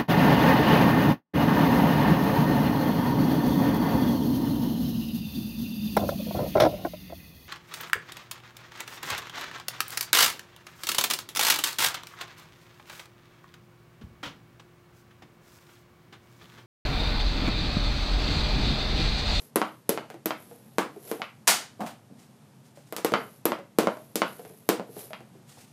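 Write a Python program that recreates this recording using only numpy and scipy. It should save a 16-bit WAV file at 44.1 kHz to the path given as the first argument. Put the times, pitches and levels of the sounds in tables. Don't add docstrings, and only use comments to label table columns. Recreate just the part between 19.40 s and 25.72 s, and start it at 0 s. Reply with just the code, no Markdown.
import sys
import numpy as np
from scipy import signal
from scipy.fft import rfft, irfft
from scipy.io import wavfile
from scipy.ndimage import uniform_filter1d, map_coordinates

SR = 44100
rng = np.random.default_rng(int(sys.argv[2]) if len(sys.argv) > 2 else 0)


def wav_out(sig):
    wavfile.write(sys.argv[1], SR, np.round(np.clip(np.atleast_2d(sig).T, -1, 1) * 32767).astype(np.int16))


N = 278712

# t/s, level/dB, bass/dB, treble/dB, zing/dB, ring f/Hz
SLAP_CUES = [(0.1594, 4.5, -1.7, -6.5, 7, 328), (0.4934, -2, 5, 2.5, 9, 437), (0.859, -3, -2, -1, 3, 325),
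             (1.3842, 9.5, -8, -11, -24, 280), (1.715, -5.5, 0, -7, -14.5, 450),
             (3.5253, -9.5, -4, -8, -9.5, 660), (3.5655, -9, -10.5, 4.5, -9, 451),
             (3.584, -10, -4.5, -9.5, -26, 467), (3.6478, 3, -2.3, -3.5, 0.8, 456),
             (4.0555, 3.5, -1.4, -5.5, 8, 355.8), (4.387, 6.5, 1.2, -4, 0, 322),
             (4.7573, -8, 4.5, 10.5, 0.5, 325.1), (5.2907, 6.5, -1.6, -2.5, 5.5, 481)]
# t/s, level/dB, bass/dB, treble/dB,
# ring f/Hz
CLACK_CUES = [(0.2168, 5, -5, 3, 1160), (0.5759, -3, -4.5, 5.0, 637), (0.9073, -0.7, -6.5, 6.5, 665),
              (1.8187, -3.5, -10.5, 9.5, 2110), (3.7387, 7.5, -4, 6.5, 1310), (4.12, 0, -1, 5, 960),
              (4.472, 6, -0.5, -1, 515), (4.8192, 6.5, -2.5, 6.5, 1074), (5.3973, -10.5, 7, 1, 760),
              (5.733, -11, -8, 9, 2600)]
# t/s, level/dB, hardness/dB, ring f/Hz
TAP_CUES = [(0.7021, -33.5, 14, 441), (0.743, -32, 3.5, 327), (1.113, -34.5, 2.5, 475),
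            (1.449, -28, -8, 281), (1.563, -31, -8, 409), (1.797, -29, -1, 765), (3.374, -41, 6.5, 575),
            (3.721, -13.5, 1, 457), (4.189, -33, 3, 554), (4.433, -21, 7, 435), (4.571, -34.5, 5, 616),
            (4.995, -30.5, 2, 495), (5.051, -35, 9, 416), (5.1, -36.5, 1, 444), (5.493, -33, -16, 450),
            (5.567, -28.5, -1.5, 438), (5.707, -35, 6, 631), (5.806, -38.5, 7, 358), (5.952, -41, -4, 362)]
# t/s, level/dB, brightness/dB
THUD_CUES = [(2.395, -5, -9), (2.406, -3, 11.5), (2.464, -18.5, 28.5), (2.7, -16, -33), (2.757, -25, -25),
             (6.172, -24, 6)]
# start t/s, stop t/s, level/dB
GLIDE_CUES = [(-0.1, 0.06, -50.5), (0.217, 0.40, -61.5), (0.952, 1.384, -55), (3.717, 3.98, -54),
              (4.48, 4.757, -57), (4.837, 5.29, -50.5)]
# peak t/s, level/dB, wind-up/s
SWEEP_CUES = [(1.702, -42.5, 0.13), (5.604, -41.5, 0.11)]
# peak t/s, level/dB, fade/s
RUSTLE_CUES = [(2.41, -59, 0.077), (2.47, -49, 0.1), (2.80, -56, .1), (3.258, -62.5, .12),
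               (3.37, -62, 0.23), (3.48, -67, 0.195), (6.095, -54.5, 0.33), (6.21, -56.5, 0.062)]

# f/Hz, level/dB, t60/s
BLADE_MODES = [(965, -30, 0.018), (1383, -30, 0.019), (2070, -39.5, 0.026), (2760, -43.5, 0.028),
               (3034, -39.5, 0.034), (4735, -42, 0.022)]
# f/Hz, level/dB
FRAME_MODES = [(2182, 6.1), (2990, 8.5), (3308, -0.5), (3528, -4), (4317, 0), (4602, 5), (4826, 7.5),
               (5975, -7), (6451, -11), (6616, -5), (7049, -0.5), (7485, -14.5), (7716, -9), (8333, -1),
               (9245, -0.5), (9722, -15.5)]
# f/Hz, level/dB
PAD_EQ = [(20, -14.5), (70, -18.5), (120, 0.5), (200, 17), (430, 22.5), (850, 13.5), (1300, 9.5), (1750, 5),
          (2500, 3.5), (6000, 2.5), (9000, 0.5), (14000, -7), (16000, 0)]
BLADE_EQ = [(20, -11.5), (90, -19.5), (190, 19), (400, 16), (620, 21), (820, 14.5), (1050, 15.5),
            (1350, 11.5), (1800, 4.5), (2700, 0), (5000, -3), (7000, 5), (15000, -5)]
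TAP_EQ = [(40, -26.5), (180, 16), (320, 14.5), (450, 16), (700, 16), (1100, -3), (3000, -15.5),
          (12000, -33)]
CRACK_EQ = [(30, -43), (100, -8.5), (220, 13), (500, 14), (760, 24), (1050, 19.5), (1500, 19), (3000, 15),
            (6000, 21), (9000, 18), (15000, 11)]
THUD_EQ = [(40, -35), (120, 1), (210, 18), (400, 4.5), (700, 14), (1100, 0), (2200, -20), (6000, -26.5),
           (15000, -31)]
# f/Hz, level/dB
SLIDE_EQ = [(150, -37), (400, 7), (1000, -10), (2000, -13), (3500, -13), (8500, -13), (10500, -4),
            (11700, -1), (13000, -8), (15500, -22.5)]
RUSTLE_EQ = [(300, -6), (1000, -2.5), (3000, -2), (9000, -2), (15000, -12)]
VENT_EQ = [(20, -37.5), (50, -46.5), (90, -14.5), (130, 0.5), (180, -7), (225, -3.5), (290, -14),
           (460, -18), (600, -19.5), (780, -20), (1100, -24.5), (2000, -30.5), (6000, -35), (13000, -36.5),
           (15500, -74)]

# f/Hz, t60/s
ROOM_DECAY = [(100, 0.13), (260, 0.4), (700, 0.29), (1800, 0.32), (4800, .31), (13000, 0.23)]
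# delay/s, gain, low-pass f/Hz
WALL_ECHOES = [(.0065, 0.25, 12350), (.0089, 0.35, 1177), (0.0123, 0.32, 2176), (0.0143, .18, 900),
               (0.0179, 0.22, 1264)]
# f/Hz, relative level/dB, t60/s
ROOM_MODES = [(190, -45.5, 0.12), (313.6, -57.5, 0.39), (435, -65.5, 0.12), (452, -49, 0.058)]
# f/Hz, level/dB
TAIL_EQ = [(200, 3), (400, -0.5), (700, 0.5), (2500, 3), (6000, -2), (11500, 0), (14000, -2)]

ZING_LEAD_S = 0.002


def pad_slaps():
    out = np.zeros(N)
    for at, db, bass_db, treble_db, zing_db, ring_hz in SLAP_CUES:
        shade = [(450, bass_db - 2.5), (1200, 0), (5000, treble_db)]
        thump = amp(db - 3) * impact(PAD_EQ, shade, ring_hz, lift_db=6.5, width=0.039)
        add(out, at, basement(thump, wet_db=-0.5, standing_db=4))
        whistle = amp(zing_db - 12) * pad_zing(hz=11300, bend=0.035, rise_s=0.00042, fade_s=0.0001)
        add(out, at - ZING_LEAD_S, basement(whistle, wet_db=-12.5, standing_db=-28.5))
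    return out


def pad_zing(hz, bend, rise_s, fade_s):
    t = np.arange(SR // 100) / SR - ZING_LEAD_S
    pitch = hz * (1 - bend * np.tanh(t / rise_s))
    jitter = 0.31 * np.cumsum(rng.standard_normal(len(t)))
    envelope = np.exp(np.minimum(t / rise_s, -t / fade_s))
    return envelope * np.cos(2 * np.pi * np.cumsum(pitch) / SR + jitter)


def blade_clacks():
    out = np.zeros(N)
    for at, db, bass_db, treble_db, ring_hz in CLACK_CUES:
        shade = [(450, bass_db), (1100, 1), (2500, treble_db), (4800, treble_db - 4.5), (8000, -21.5)]
        knock = impact(BLADE_EQ, shade, ring_hz, lift_db=5, width=0.083)
        for hz, mode_db, t60 in BLADE_MODES:
            gain = amp(mode_db + 0.5 + curve_at(shade, hz) + rng.normal(0, 2.6))
            add(knock, 0, gain * mode(hz * rng.normal(1, 0.022), attack_s=0.0006, t60=t60))
        add(out, at, amp(db - 6) * basement(knock, wet_db=-3, standing_db=-7.5))
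    return out


def puck_taps():
    out = np.zeros(N)
    lead_s = 0.002
    for at, db, hard_db, ring_hz in TAP_CUES:
        knock = mode(ring_hz, attack_s=0.0048, t60=0.044)
        shade = [(400, 7.7), (1500, hard_db + 15), (4000, hard_db + 16.5), (10000, hard_db + 22.5)]
        add(knock, lead_s, impact(TAP_EQ, shade))
        add(out, at - lead_s, basement(amp(db + 1.5) * knock, wet_db=-1.5, standing_db=0))
    return out


def goal_frame(at, crack_db, ring_db, ring_t60):
    out = np.zeros(N)
    room = reverb_tail(rise_s=0.0033, stretch=1.055)
    room[0] += 0.08
    add(out, at, signal.fftconvolve(impact(CRACK_EQ, [(1000, crack_db)]), room))
    t = np.arange(SR * 3 // 5) / SR
    envelope = (1 - np.exp(-t / 0.0068)) * amp(ring_db - 60 * t / ring_t60)
    for hz, db in FRAME_MODES:
        phase = 2 * np.pi * (hz * t + rng.random())
        drift = 0.01 * np.cumsum(rng.standard_normal(len(t)))
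        add(out, at, amp(db) * envelope * np.sin(phase + drift))
    return out


def puck_thuds():
    out = np.zeros(N)
    for at, db, bright_db in THUD_CUES:
        thud = amp(db - 9) * impact(THUD_EQ, [(400, 0), (2500, bright_db)])
        add(out, at, basement(thud, wet_db=12, standing_db=-8))
    return out


def puck_slide():
    catches = unit_rms(amp(1.2 * wobble(160) + 2.2 * wobble(900)))
    gliding = sum(amp(db) * glide(start, stop) for start, stop, db in GLIDE_CUES)
    sweeping = sum(amp(db) * swell(at, wind_up, fall_s=0.13) for at, db, wind_up in SWEEP_CUES)
    return (gliding + sweeping) * catches * noise(SLIDE_EQ)


def glide(start, stop, rise_s=0.054, release_s=0.057, slowing_db_per_s=25.5):
    t = np.arange(N) / SR
    moving = np.clip((t - start) / rise_s, 0, 1) * np.clip(1 - (t - stop) / release_s, 0, 1)
    return moving * amp(-slowing_db_per_s * np.maximum(t - start, 0))


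def rustles():
    shaking = sum(amp(db) * swell(at, rise_s=0.032, fall_s=fade) for at, db, fade in RUSTLE_CUES)
    flutter = amp(1.8 * wobble(120))
    return shaking * flutter * noise(RUSTLE_EQ)


def ventilation(level_db):
    drift_db = 0.8 * wobble(5)
    return amp(level_db + drift_db) * noise(VENT_EQ)


def basement(sound, wet_db, standing_db):
    response = amp(wet_db) * reverb_tail(rise_s=0.00029, stretch=0.89)
    t = np.arange(len(response)) / SR
    response[0] += 1
    for delay, gain, dull_hz in WALL_ECHOES:
        smear = np.exp(-2 * np.pi * dull_hz * t[:SR // 200])
        add(response, delay + rng.normal(0, 0.00021), gain * smear / smear.sum())
    for hz, db, t60 in ROOM_MODES:
        response += amp(standing_db + db - 60 * t / t60) * np.cos(2 * np.pi * hz * t)
    return signal.fftconvolve(sound, response)


def reverb_tail(rise_s, stretch):
    hz, t, bands = signal.stft(rng.standard_normal(SR * 3 // 5), SR, nperseg=256)
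    t60 = stretch * curve_at(ROOM_DECAY, hz)[:, None]
    wash = signal.istft(bands * amp(-60 * t / t60), SR, nperseg=256)[1]
    onset = 1 - np.exp(-(np.arange(len(wash)) / SR / rise_s) ** 2)
    bins = rfft(wash * onset, SR)
    even = bins / np.sqrt(uniform_filter1d(np.abs(bins) ** 2, size=601))
    colour = amp(curve_at(TAIL_EQ, np.fft.rfftfreq(SR, 1 / SR)))
    return irfft(even * colour)[:len(wash)]


def impact(eq, shade, ring_hz=500, lift_db=0, width=0.1, size=4096):
    hz = np.fft.rfftfreq(size, 1 / SR)
    resonance = 1 + (amp(lift_db) - 1) / np.hypot(1, (hz / ring_hz - 1) / width)
    magnitude = resonance * amp(curve_at(eq, hz) + curve_at(shade, hz))
    cepstrum = irfft(np.log(magnitude))
    cepstrum[1:size // 2] *= 2
    cepstrum[size // 2 + 1:] = 0
    return irfft(np.exp(rfft(cepstrum)))


def mode(hz, attack_s, t60):
    t = np.arange(SR // 5) / SR
    onset = 1 - np.exp(-(t / attack_s) ** 2)
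    return np.sin(2 * np.pi * hz * t) * onset * amp(-60 * t / t60)


def swell(at, rise_s, fall_s):
    t = np.arange(N) / SR - at
    return 10 ** np.minimum(t / rise_s, -t / fall_s)


def noise(eq):
    colour = amp(curve_at(eq, np.fft.rfftfreq(N, 1 / SR)))
    return unit_rms(irfft(rfft(rng.standard_normal(N)) * colour, N))


def wobble(rate):
    points = rng.standard_normal(int(N * rate / SR) + 4)
    return map_coordinates(points, [np.arange(N) * rate / SR])


def curve_at(points, hz):
    freqs, values = np.transpose(points)
    return np.interp(np.log(hz + 1), np.log(freqs + 1), values)


def add(track, at, sound):
    part = track[max(round(at * SR), 0):][:len(sound)]
    part += sound[:len(part)]


def amp(db):
    return 10 ** (np.asarray(db) / 20)


def unit_rms(x):
    return x / np.sqrt(np.mean(x ** 2) + 1e-20)


def scene():
    shots = goal_frame(at=2.0725, crack_db=1, ring_db=-36, ring_t60=0.33) + puck_thuds()
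    handling = pad_slaps() + blade_clacks() + puck_taps() + puck_slide()
    return (handling + shots + rustles() + ventilation(level_db=-55))[None]


def record(dry):
    ceiling, top_hz = 0.7, 16000
    soft = dry / (1 + np.abs(dry / ceiling) ** 4) ** (1 / 4)
    return signal.sosfilt(signal.cheby2(18, 70, top_hz, fs=SR, output="sos"), soft)


dry = scene()
out = record(dry)
wav_out(out)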